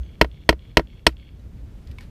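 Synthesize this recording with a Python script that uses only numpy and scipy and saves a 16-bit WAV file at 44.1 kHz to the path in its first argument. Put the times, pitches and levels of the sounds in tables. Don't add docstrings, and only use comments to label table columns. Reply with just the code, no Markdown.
import sys
import numpy as np
from scipy import signal
from scipy.fft import rfft, irfft
from scipy.io import wavfile
from scipy.ndimage import uniform_filter1d

SR = 44100
rng = np.random.default_rng(int(sys.argv[2]) if len(sys.argv) > 2 else 0)


def ratio_of_db(decibels):
    return 10 ** (np.asarray(decibels, float) / 20)


def unload_wav(signal):
    wavfile.write(
        sys.argv[1],
        SR,
        np.round(np.clip(np.atleast_2d(signal).T, -1, 1) * 32767).astype(np.int16),
    )


N = 92610
LEAD = SR // 5
DETUNE = 0.005

# start_s, level_db, slat_brightness_db, stump_db, steel_db
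BLOWS = [
    (-.0695, 5.5, -12, 9, 18.5),
    (.2124, 1.5, 2.5, 1, 1),
    (.4907, 2, 2.5, 1, 4),
    (.7699, 1, 4, 1.5, 2),
    (1.0662, 3, 4, -3, 9),
]


def colour(x, points):
    hz = np.fft.rfftfreq(len(x), 1 / SR)
    f, db = np.transpose(points)
    curve_db = np.interp(np.log(hz + 1), np.log(f + 1), db, -70, -70)
    y = irfft(rfft(x) * ratio_of_db(curve_db), len(x))
    return y / np.sqrt(np.mean(y ** 2))


def add(mix, s, sound):
    part = mix[LEAD + round(s * SR):][:len(sound)]
    part += sound[:len(part)]


def ring(modes, t, rise, stretch):
    t = np.maximum(t, 0)
    push = 1 - np.exp(-(t / rise) ** 2)
    return push * sum(ratio_of_db(db - 60 * t / t60) * np.sin(2 * np.pi * hz * k * t)
                      for (hz, db, t60), k in zip(modes, stretch))


def slow(rate):
    t = np.arange(N) / SR
    y = sum(np.sin(2 * np.pi * (f * t + rng.random())) for f in np.geomspace(rate / 10, rate, 20))
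    return y / y.std()


def blow(db, slat_db, stump_db, steel_db):
    # pitch_hz, level_db, t60_s
    baton_modes = [(941.8, -10.5, 0.044), (987.4, -9.5, .028), (1350, -12.5, 0.036), (1448, -13, 0.033),
                   (1737, 2, 0.008), (1900, 6, 0.012), (2145, -5, 0.024)]
    slat_modes = [(2296, -15, .016), (2496, -7.5, 0.022), (2726, -8.5, .018), (2934, -3.5, 0.016),
                  (3201, -8.5, .02), (3750, -17, 0.013), (4123, -15, .025), (4808, -12.5, 0.017)]
    steel_modes = [(4373, -12, 0.017), (5080, -20.5, .024), (5452, -23.5, 0.03), (6140, -26.5, 0.021),
                   (7880, -40.5, .045), (8190, -32.5, .022)]
    # pitch_hz, level_db, t60_s
    stump_modes = [(61, -21, 0.29), (61, -11, 0.04), (176.04, -10.5, 0.035), (265, -10, 0.044),
                   (322.3, -7.5, 0.059), (435.2, -4, 0.035), (530, -6.5, 0.03), (606.2, -5.5, .028)]
    # pitch_hz, level_db
    crack_colour = [(1400, -29), (2800, -5.5), (4300, -12), (6000, -19.5), (9000, -26.5), (13000, -22.5),
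                    (15500, -34)]
    # pitch_hz, level_db
    thud_colour = [(90, -1.5), (200, -4), (500, -0.5), (680, -5), (820, -20.5), (1250, -7.5), (1900, -9),
                   (2600, -24.5)]
    rise_s, stump_rise_s = 0.001, 0.0008
    stump_lag_s, ground_lag_s = 0.0012, 0.0035
    slap_s, slap_db = 0.00244, -15

    t = np.arange(SR // 2) / SR
    k = 1 + DETUNE * rng.standard_normal((4, 10))

    fibres = colour(rng.standard_normal(len(t)), crack_colour) * np.minimum(t / rise_s, 1)
    crack = fibres * (ratio_of_db(-16 - 60 * t / 0.021) + ratio_of_db(-39.5 - 60 * t / 0.094))
    bark = colour(rng.standard_normal(len(t)), thud_colour)
    thud = bark * np.minimum(t / 0.004, 1) * ratio_of_db(-23.5 - 60 * t / 0.067)

    damping = 1 - 0.47 * np.clip(steel_db / 15, 0, 1) ** 2
    damped_baton = [(hz, mode_db, t60 * damping) for hz, mode_db, t60 in baton_modes]
    wood = 0
    for gain, u in [(1, t), (-ratio_of_db(slap_db), t - slap_s)]:
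        baton = ring(damped_baton, u, rise_s, k[0])
        slat = ring(slat_modes, u, rise_s, k[1])
        wood = wood + gain * (baton + ratio_of_db(slat_db) * slat)

    ground = ring(stump_modes[:3], t - ground_lag_s, stump_rise_s, k[2])
    stump = ring(stump_modes[3:], t - stump_lag_s, stump_rise_s, k[2, 3:])
    low = ground - stump + thud
    steel = ring(steel_modes, t - stump_lag_s / 2, rise_s, k[3])
    return ratio_of_db(db) * (wood + ratio_of_db(slat_db) * crack + ratio_of_db(stump_db) * low + ratio_of_db(steel_db) * steel)


def yard():
    # delay_s, level_db, dullness_0_to_1
    walls = [(.1015, 4, 0.24), (.116, -22, 0.3), (.124, -16, 0.1), (0.131, 2.5, 0.47), (.145, -20, .1),
             (.161, 1, 1), (.174, -29, 0.4), (.18, -26, .3), (.184, -10, 1), (.205, -19, 0), (.211, -4, 1),
             (.218, -10, 0), (.223, 3.5, 0.6), (.252, -17, 0.3)]
    # pitch_hz, level_db, t60_s
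    bright_tick = [(2800, -1, .009), (3380, 0, .012), (4300, -9, .01), (5300, -13, .005)]
    dull_tick = [(2250, 0, .01), (1750, -5, .007), (2700, -4, .007)]
    scatter_from_s, hold_s, scatter_t60_s = 0.11, 0.096, 0.4
    scatter_db = np.array([[-18], [-22.0]])

    t = np.arange(SR // 2) / SR
    out = np.zeros(LEAD + N)
    sparse = rng.standard_normal((2, len(t))) * (rng.random((2, len(t))) < 0.05)
    late = np.maximum(t - scatter_from_s - hold_s, 0)
    taps = sparse * (t > scatter_from_s) * ratio_of_db(scatter_db - 60 * late / scatter_t60_s)
    for s, db, dull in walls:
        taps[:, round(s * SR)] += ratio_of_db(db) * np.clip([1 - dull, dull], 0, 1)

    for s, db, slat_db, *_ in BLOWS:
        k = 1 + 3 * DETUNE * rng.standard_normal(5)
        back = sum(signal.fftconvolve(row, ring(modes, t[:2000], 0.001, k))
                   for row, modes in zip(taps, (bright_tick, dull_tick)))
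        add(out, s, ratio_of_db(-44 + db + 0.3 * slat_db) * back)
    return out


def handling():
    # start_s, level_db, pitch_factor, tick_db
    knocks = [
        (1.395, -60.5, 1.8, -12),
        (1.873, -55, 2.05, 1),
        (1.914, -54.5, .88, 5),
        (1.985, -36, 1.04, -11),
        (2.008, -46.5, .85, 0.5),
        (2.026, -54, .8, -11),
    ]
    # pitch_hz, level_db, t60_s
    held_slat = [(976, -3, .022), (2154, 0.5, 0.036), (2410, 0, 0.014), (3370, -3, 0.018)]
    # pitch_hz, level_db
    tick_colour = [(1200, -3.5), (4000, 6), (7000, -6.5), (11500, -7), (15000, -15)]
    # start_s, length_s, level_db
    scuffs = [
        (1.371, 0.096, -71),
        (1.11, 0.0298, -63),
        (1.54, .08, -69),
        (1.856, 0.096, -62.5),
        (1.988, .07, -55),
    ]
    # pitch_hz, level_db
    scuff_colour = [(700, -8), (2000, 0.5), (4800, -6), (6500, -18), (15000, -22)]

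    out = np.zeros(LEAD + N)
    t = np.arange(SR // 10) / SR
    for s, db, pitch, tick_db in knocks:
        tick = ratio_of_db(tick_db - 60 * t / 0.025) * colour(rng.standard_normal(len(t)), tick_colour)
        body = ring(held_slat, t, 0.00022, [pitch] * len(held_slat))
        add(out, s, ratio_of_db(db) * (body + tick))
    for s, length, db in scuffs:
        grains = rng.standard_normal(len(t)) * ratio_of_db(1.77 * rng.exponential(1, len(t)))
        grit = grains * (rng.random(len(t)) < 0.3)
        stroke = np.sin(np.pi * np.minimum(t / length, 1))
        add(out, s, ratio_of_db(db) * colour(grit, scuff_colour) * stroke)
    return out


def insects():
    # start_s, length_s, level_db
    chirps = [
        (-.01, .105, -66),
        (.45, .04, -72),
    ]
    trill_hz, trill_db, chirp_hz = 14160, -77.5, 6356
    pulse_s, pulse_on, pulse_from_s = 0.03337, 0.58, 0.005

    t = np.arange(LEAD + N) / SR
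    phase = ((t - LEAD / SR - pulse_from_s) / pulse_s) % 1
    on = uniform_filter1d(1.0 * (phase < pulse_on), size=88)
    out = ratio_of_db(trill_db) * on * np.sin(2 * np.pi * trill_hz * t)
    for s, length, db in chirps:
        u = t[t < length]
        swell = np.sin(np.pi * u / length) ** 0.3
        add(out, s, ratio_of_db(db - 12 * u / length) * swell * np.sin(2 * np.pi * chirp_hz * u))
    return out


def breeze():
    # time_s, breeze_strength
    gusts = [(0, 0.0065), (0.502, -1.04), (0.999, -1), (1.302, -1.34), (1.499, -0.12), (1.8, 0.18),
             (2.1, 0.58)]
    # pitch_hz, level_db_per_hz
    rumble_colour = [(12, -46), (20, -1.5), (56, 2), (114, -7), (256, -18.5), (352, -24.5), (393, -25.5),
                     (900, -46.5), (1170, -71), (1980, -120)]
    hiss_colour = [(290, -28.5), (500, -6.5), (578, -6.5), (718, -12), (2100, -17.5), (3020, -19.5),
                   (14500, -35), (16000, -49.5)]

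    gust = np.interp(np.arange(N) / SR, *np.transpose(gusts))
    rumble = colour(rng.standard_normal(N), rumble_colour) * ratio_of_db(-38 + 3 * gust + 1.5 * slow(35.0))
    hiss = colour(rng.standard_normal(N), hiss_colour) * ratio_of_db(-62.5 + 2.5 * gust + 0.7 * slow(17.0))
    return rumble + hiss


def scene():
    # start_s, level_db, slat_brightness_db, stump_db, steel_db
    bounces = [
        (0.2448, -23.5, -2, 5.5, -10.5),
        (.505, -27, 8, -0.5, 1.5),
        (0.5264, -26, -2.5, 9, -4),
        (0.7939, -19, -4.5, 9.5, -3.5),
        (1.09, -33.5, -2, 0.5, -5.5),
    ]
    mix = yard() + handling() + insects()
    for s, *strike in BLOWS + bounces:
        add(mix, s, blow(*strike))
    return (mix[LEAD:] + breeze())[None]


def roll_off(x):
    return signal.sosfilt(signal.butter(12, 16400, fs=SR, output="sos"), x)


def record(dry):
    ceiling, knee = 0.96, 6.0
    cut = signal.lfilter(*signal.butter(2, 38, "high", fs=SR), dry)
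    clipped = cut / (1 + abs(cut / ceiling) ** knee) ** (1 / knee)
    band_limit = signal.firwin(151, 15250, fs=SR)[None]
    return roll_off(signal.oaconvolve(clipped, band_limit, "same"))


dry = scene()
out = record(dry)
unload_wav(out)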